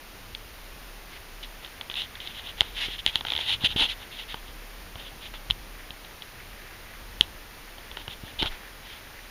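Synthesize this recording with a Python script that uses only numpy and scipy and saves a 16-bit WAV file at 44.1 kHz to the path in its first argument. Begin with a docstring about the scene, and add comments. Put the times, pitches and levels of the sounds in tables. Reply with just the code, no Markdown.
"""Over microphone hiss and a low wavering hum, fingers tick and slide on a plastic camera case and
the grip bumps it; fur rustles faintly on cloth and the holding hand rumbles. Ticks are blows with
chatter and slides are slipping noise, both rung through the case and its air pocket; bumps and two slow
low swings are smooth pulses with a hollow knock; fur, hum, hiss and rumble are filtered noise."""
import sys
import numpy as np
from scipy import signal
from scipy.fft import rfft, irfft, next_fast_len
from scipy.io import wavfile
from scipy.ndimage import map_coordinates

SR = 44100
rng = np.random.default_rng(int(sys.argv[2]) if len(sys.argv) > 2 else 0)


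def store_wav(level_fs):
    """Save 16-bit WAV to argv[1]."""
    pcm = np.round(np.clip(np.atleast_2d(level_fs), -1, 1) * 32767)
    wavfile.write(sys.argv[1], SR, pcm.T.astype(np.int16))


N = 410130

# ticks of the case: t/s (blow 0.7 ms later), nominal cavity peak/dB, walls re cavity/dB
TICK_ROWS = [(.3486, -20.5, -23), (1.4336, -33, -24), (1.6467, -33, -19), (1.66, -39, -19),
             (1.6751, -39, -21), (1.8106, -24.5, -17), (1.8982, -27.5, -8.5), (1.9128, -29, -22),
             (1.94, -29, -21), (1.9545, -25, -29), (2.0183, -20, -23), (2.153, -36, -16),
             (2.2014, -33, -24), (2.273, -24.5, -21), (2.607, -0.5, -24), (2.6156, -25, -6.5),
             (2.885, -35, -16), (2.9898, -29, -26), (3.0627, -3, -24), (3.076, -17, -27),
             (3.1562, -4.5, -24), (3.2085, -23, -14), (3.2496, -26, -7), (3.2674, -22.5, -27),
             (3.2836, -21, -19), (3.3022, -15, -33), (3.3199, -16, -19.5), (3.3347, -19, -25),
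             (3.351, -21, -19.5), (3.3632, -17, -23), (3.3763, -19, -21), (3.3885, -22, -13.5),
             (3.6451, -13, -23), (3.65, -15, -30), (3.7618, -22, -13), (4.342, -33.5, -2.5),
             (4.9552, -40.5, -2), (5.338, -37, -5), (5.5008, -16, -14.5), (5.5077, -8.5, -31),
             (5.9049, -30.5, -24), (6.0464, -40, -16), (6.2203, -30.5, -20), (7.2093, 2, -29.5),
             (7.7817, -40, -12), (7.9127, -34, -16), (7.9693, -29, -4.5), (8.0786, -30, -6),
             (8.397, -30, -16), (8.4222, -20, -12), (8.4277, -12, -17), (8.4588, -22, -7)]


def amp(db):
    """Decibels to gain."""
    return 10 ** (np.asarray(db) / 20)


def unit(x):
    """Scaled to rms 1."""
    return x / np.sqrt(np.mean(x ** 2) + 1e-20)


def curve(rows):
    """One value per sample from (t/s, value) rows."""
    return np.interp(np.arange(N) / SR, *np.transpose(rows))


def wobble(knots_per_s):
    """A smooth curve through random knots."""
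    knots = rng.standard_normal(int(N * knots_per_s / SR) + 4)
    return map_coordinates(knots, [np.arange(N) * knots_per_s / SR])


def filtered(x, response):
    """x times a complex response of frequency, zero-padded by at least half a second."""
    m = next_fast_len(N + SR // 2)
    spectrum = rfft(x, m) * response(np.fft.rfftfreq(m, 1 / SR))
    return irfft(spectrum, m)[..., :N]


def ringing(x, modes, order=1):
    """Causal resonances of alternating sign, raised to order (gains too); white noise keeps its rms."""
    def shape(f):
        total = 0
        for k, (centre, width, db) in enumerate(modes):
            resonance = 1j * f * width / (centre ** 2 - f * f + 1j * f * width)
            total = total + (-1) ** k * amp(db) * resonance
        return total ** order

    power = np.mean(np.abs(shape(np.arange(1, SR // 2))) ** 2)
    return filtered(x, shape) / np.sqrt(power)


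def soft(x, edge_hz):
    """Soft skin passes little above the edge: two one-pole low-passes."""
    return filtered(x, lambda f: 1 / (1 + 1j * f / edge_hz) ** 2)


def swell(start_s, rise_s, hold_s, fall_s):
    """A smooth rise, a plateau and a smooth fall: (first sample, shape)."""
    t = np.arange(round((rise_s + hold_s + fall_s) * SR) + 2) / SR
    edge = np.clip(np.minimum(t / (rise_s + 1e-4), (t[-1] - t) / (fall_s + 1e-4)), 0, 1)
    return round(start_s * SR), np.sin(np.pi / 2 * edge) ** 2


def hiss():
    """Nearly steady room air and microphone noise: white noise given a spectral colour."""
    # f/Hz, relative density/dB
    hiss_colour = [(20, -9.5), (45, -8.5), (83, -24.5), (170, -16), (310, -15), (1150, -16.5),
                   (2600, -17.5), (6000, -25), (9300, -26.5), (15400, -27.5)]
    level_db = -46
    f_hz, density_db = np.transpose(hiss_colour)

    def colour(hz):
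        return amp(np.interp(np.log(hz + 1), np.log(f_hz), density_db))

    noise = unit(filtered(rng.standard_normal(N), colour))
    return amp(level_db + 0.18 * wobble(10)) * noise


def hum():
    """A low hum that wavers in strength: narrow-band noise with its envelope evened out."""
    # t/s, level/dB before a 1 dB lift and the wobble
    hum_level = [(0, -50), (.75, -49.5), (1.5, -50), (2.1, -55.5), (2.9, -48), (3.3, -51), (3.8, -46.5),
                 (4, -54.5), (4.55, -44.5), (5.55, -47.5), (5.9, -52), (6.5, -52), (7.1, -47.5),
                 (7.9, -52.5), (8.3, -48), (8.6, -53), (9.1, -53), (9.3, -54)]
    # f/Hz, width/Hz, gain/dB
    hum_band = [(35.4, 5.1, 0)]
    tone = ringing(rng.standard_normal(N), hum_band)
    envelope = np.abs(signal.hilbert(tone))
    steady = tone / (envelope + 0.44 * np.std(tone))  # the offset keeps the deepest dips
    return amp(curve(hum_level) + 1 + 2 * wobble(4)) * unit(steady)


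def rumble():
    """The holding hand trembles through the case: low-bass noise of uneven strength."""
    # t/s, level/dB before the wobble
    rumble_level = [(0, -62), (.3, -54.5), (1.5, -68), (1.8, -55.5), (2.9, -57), (3.73, -45.5),
                    (3.95, -57.5), (4.9, -67), (5.36, -58), (5.7, -60.5), (6.3, -55.5), (7.7, -63),
                    (8.3, -51), (8.6, -62), (9, -55), (9.3, -61.5)]
    # f/Hz, width/Hz at order 1, gain/dB
    rumble_band = [(79.6, 75, 0)]
    noise = ringing(rng.standard_normal(N), rumble_band, order=2)
    return amp(curve(rumble_level) + 0.98 * wobble(11)) * noise


def fur():
    """Fur brushes cloth nearby: soft band noise in uneven puffs."""
    # t/s, level/dB
    fur_level = [(0, -79), (.6, -61), (1.4, -63), (2.1, -55), (2.6, -58), (4, -54.5), (4.5, -59),
                 (5.5, -63), (5.75, -54), (6.05, -60), (6.35, -52.5), (6.8, -53.5), (7.3, -58), (7.75, -53),
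                 (8.2, -58.5), (8.55, -51.5), (9.3, -57)]
    # f/Hz, width/Hz at order 1, gain/dB
    fur_band = [(1835, 960, 0)]
    puffs = unit(amp(3 * wobble(18) + 3.5 * wobble(200)))
    return amp(curve(fur_level)) * puffs * ringing(rng.standard_normal(N), fur_band, order=2)


def camera_case(drive):
    """Four drives (cavity, walls, shoulders, shell) each sound through their own resonances."""
    # air pocket at the microphone: f/Hz, width/Hz at order 1, gain/dB before squaring
    cavity_modes = [(2858, 966, 7), (3714, 1235, 6.5)]
    # case walls: f/Hz, width/Hz, gain/dB
    wall_modes = [(462, 1030, -6), (877, 123, 5.5), (1460, 330, -3)]
    # broad modes beside the air pocket: f/Hz, width/Hz at order 1, gain/dB before squaring
    shoulder_modes = [(2010, 1000, 3.5), (4440, 3100, -1.5)]
    # thin shell, the fizz: f/Hz, width/Hz at order 1, gain/dB before squaring
    shell_modes = [(6960, 4800, 6), (11630, 1100, 4.5)]
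    cavity = ringing(drive[0], cavity_modes, order=2)
    walls = ringing(soft(drive[1], 3700), wall_modes)
    shoulders = ringing(drive[2], shoulder_modes, order=2)
    shell = ringing(drive[3], shell_modes, order=2)
    return cavity + walls + shoulders + shell


def ticks():
    """Each tick is a sharp blow followed by chatter; harder blows are cleaner and mostly shorter."""
    drive, t = np.zeros((4, N + SR)), np.arange(SR // 40) / SR
    narrow_db = np.array([11.06, 18.3, 20.2, 19])  # a narrower path needs a harder blow for the same peak
    for s, db, walls_db in TICK_ROWS:
        over_db = db + 20
        t60_s = 0.004 - 0.00032 * min(db, 0)
        chatter_db = -13 - 0.28 * over_db
        strike = amp(chatter_db - 60 * t / t60_s) * rng.standard_normal((4, len(t)))
        strike[:, 0] = [1.01, 0.95, 1.24, 1.64]  # the blow itself
        shoulders_db = -11 + 0.36 * walls_db
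        fizz_db = -38.5 + 0.38 * over_db  # harder blows are brighter
        paths_db = np.array([0, walls_db, shoulders_db, fizz_db])  # re cavity
        gains = amp(db + narrow_db + paths_db)[:, None]
        i = round((s + 0.0007) * SR)
        drive[:, i:i + len(t)] += gains * strike
    return camera_case(drive[:, :N])


def slides():
    """Skin drags in countless tiny slips: noise whose strength varies within milliseconds."""
    # t/s and length/s at half height, cavity level/dB, walls and shoulders re cavity/dB
    slide_rows = [(1.105, .08, -55, -10, 7.5), (1.428, 0.027, -40.5, -18, -4), (1.623, 0.033, -46, -4, -9),
                  (1.9, 0.035, -47, -14, -5), (1.959, 0.084, -33, -18, -12), (2.203, .122, -43, -13, -6),
                  (2.346, 0.075, -42, -14, -11), (2.439, 0.069, -39, -14, -11), (2.575, 0.052, -42, -9, -6),
                  (2.611, 0.1, -45, -8, -7), (2.763, 0.11, -31, -14.5, -3.5), (2.897, 0.06, -35, -18, -9),
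                  (2.982, 0.023, -37, -20, -12), (3.045, .022, -42, -14, -9),
                  (3.068, 0.037, -33, -16, -6.5), (3.122, 0.048, -40, -13, -9),
                  (3.156, 0.044, -38.5, -16, -12), (3.262, 0.15, -39, -7, -5.5),
                  (3.399, 0.078, -33.5, -15.5, -11), (3.472, 0.078, -26.5, -18, -11.5),
                  (3.611, 0.051, -31, -10, -15), (3.643, 0.019, -21.5, -21, -15),
                  (3.657, 0.017, -25.5, -24, -14), (3.685, 0.044, -32.5, -15, -18),
                  (3.763, 0.057, -25.5, -13.5, -15), (3.801, 0.061, -24, -14, -14),
                  (3.881, 0.052, -33.5, -17, -6), (3.994, .048, -46.5, -7, -8),
                  (4.113, 0.054, -43, -20, -8), (4.177, .06, -41, -15, -8), (4.287, 0.046, -37, -20, -6),
                  (4.35, .04, -49, -12, -9), (4.454, .042, -50, -12, -8), (4.98, 0.058, -48, -9, -9),
                  (5.052, 0.041, -45.5, -14, -12), (5.218, 0.067, -43.5, -14, -5),
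                  (5.341, 0.034, -44.5, -11, -6), (5.51, 0.014, -40, -16, -9),
                  (7.212, .032, -41.5, -12, -15), (7.97, 0.053, -45, -4, -9),
                  (8.099, 0.045, -42.5, -13, -7), (8.245, .076, -47.5, -7, -17),
                  (8.388, .03, -27, -19, -24), (8.42, 0.048, -35, 0, -15), (8.457, .029, -34.5, -19, -16),
                  (8.5, 0.06, -53, 4, 7), (8.841, 0.14, -50, -7, 0.5)]
    rise_share, fall_share = 0.73, 0.77  # edges re length
    jerk_rise_s, jerk_near_s = 0.006, 0.01  # a slide this near a tick has this rise
    pressure, tick_s = np.zeros((4, N + SR)), np.transpose(TICK_ROWS)[0]
    for s, length_s, db, walls_db, shoulders_db in slide_rows:
        jerked = np.abs(tick_s - s).min() < jerk_near_s
        rise_s = jerk_rise_s if jerked else rise_share * length_s
        fall_s = fall_share * length_s
        hold_s = length_s - (rise_s + fall_s) / 2
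        i, shape = swell(s - rise_s / 2, rise_s, hold_s, fall_s)
        fizz_db = -16 + 0.38 * shoulders_db
        paths_db = np.array([0, walls_db, shoulders_db, fizz_db])  # re cavity
        pressure[:, i:i + len(shape)] += amp(db + paths_db)[:, None] * shape
    slips = unit(amp(1.14 * wobble(400) + 1.6 * wobble(60)))
    return camera_case(pressure[:, :N] * slips * rng.standard_normal((4, N)))


def bumps():
    """Short jolts of the grip, and two slow low swings of the hum near 8.5 s, through a bass cut."""
    # t/s, pulse peak/dB before the bass cut, length/ms, direction (+1 or -1),
    # hollow knock re pulse/dB before a 19 dB lift
    bump_rows = [(2.605, -26, 11.3, 1, -30), (2.884, -27.5, 2.6, -1, -7), (3.061, -35, 4.6, 1, -30),
                 (3.074, -33, 12, -1, -30), (3.155, -33, 5.2, 1, -30), (3.578, -32, 12, -1, -30),
                 (3.638, -19.5, 3.8, -1, -26), (3.76, -18, 3.1, -1, -25), (3.81, -25, 19, 1, -1),
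                 (4.343, -33, 3.1, 1, -22), (4.952, -30.5, 9.4, -1, -30), (5.498, -24.5, 5.8, -1, -28),
                 (5.512, -29, 14, -1, -30), (5.905, -37, 3.5, 1, -30), (7.209, -18.5, 2.7, -1, -34),
                 (7.213, -34, 15, 1, -30), (7.912, -32.5, 16, 1, -30), (8.081, -31, 6.7, -1, -22),
                 (8.235, -26, 3.9, -1, -20), (8.38, -29, 20, -1, -30), (8.414, -25, 16, 1, -4),
                 (8.427, -17, 2.76, 1, -5), (8.452, -25, 9, -1, -20), (8.479, -25, 33, -1, -40),
                 (8.503, -27, 38, 1, -40)]
    # hollow body of the camera: f/Hz, width/Hz, gain/dB
    hollow_modes = [(292, 96, 0)]
    rise_share, bass_hz = 0.64, 22
    pulses, knock = np.zeros((2, N + SR))
    for s, db, length_ms, way, ring_db in bump_rows:
        length_s = length_ms / 1000
        i, shape = swell(s, rise_share * length_s, 0, (1 - rise_share) * length_s)
        pulses[i:i + len(shape)] += way * amp(db) * shape
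        knock[i] += way * amp(db + ring_db + 19)  # the onset excites the hollow body

    def bass_cut(f):
        return -f * f / (bass_hz ** 2 - f * f + 1.7j * f * bass_hz)

    return filtered(pulses[:N], bass_cut) + ringing(soft(knock[:N], 590), hollow_modes)


def scene():
    """Everything reaches one microphone."""
    return (hiss() + hum() + rumble() + fur() + ticks() + slides() + bumps())[None]


def record(dry):
    """Two dips in the treble; the loudest peaks flatten at full scale; little passes the band limit."""
    # a deep dip near 8 kHz, a narrow one near 12 kHz: f/Hz, half width/Hz, depth (0-1)
    treble_dips = [(7860, 720, .97), (11750, 100, 0.6)]
    limit_hz = 15500

    def dipped(hz):
        return np.prod([1 - depth / (1 + ((hz - f) / w) ** 2) for f, w, depth in treble_dips], axis=0)

    heard = filtered(dry, dipped)
    clipped = heard / (1 + np.abs(heard) ** 24) ** (1 / 24)
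    return filtered(clipped, lambda hz: 1 / (1 + (hz / limit_hz) ** 160))


dry = scene()
out = record(dry)
store_wav(out)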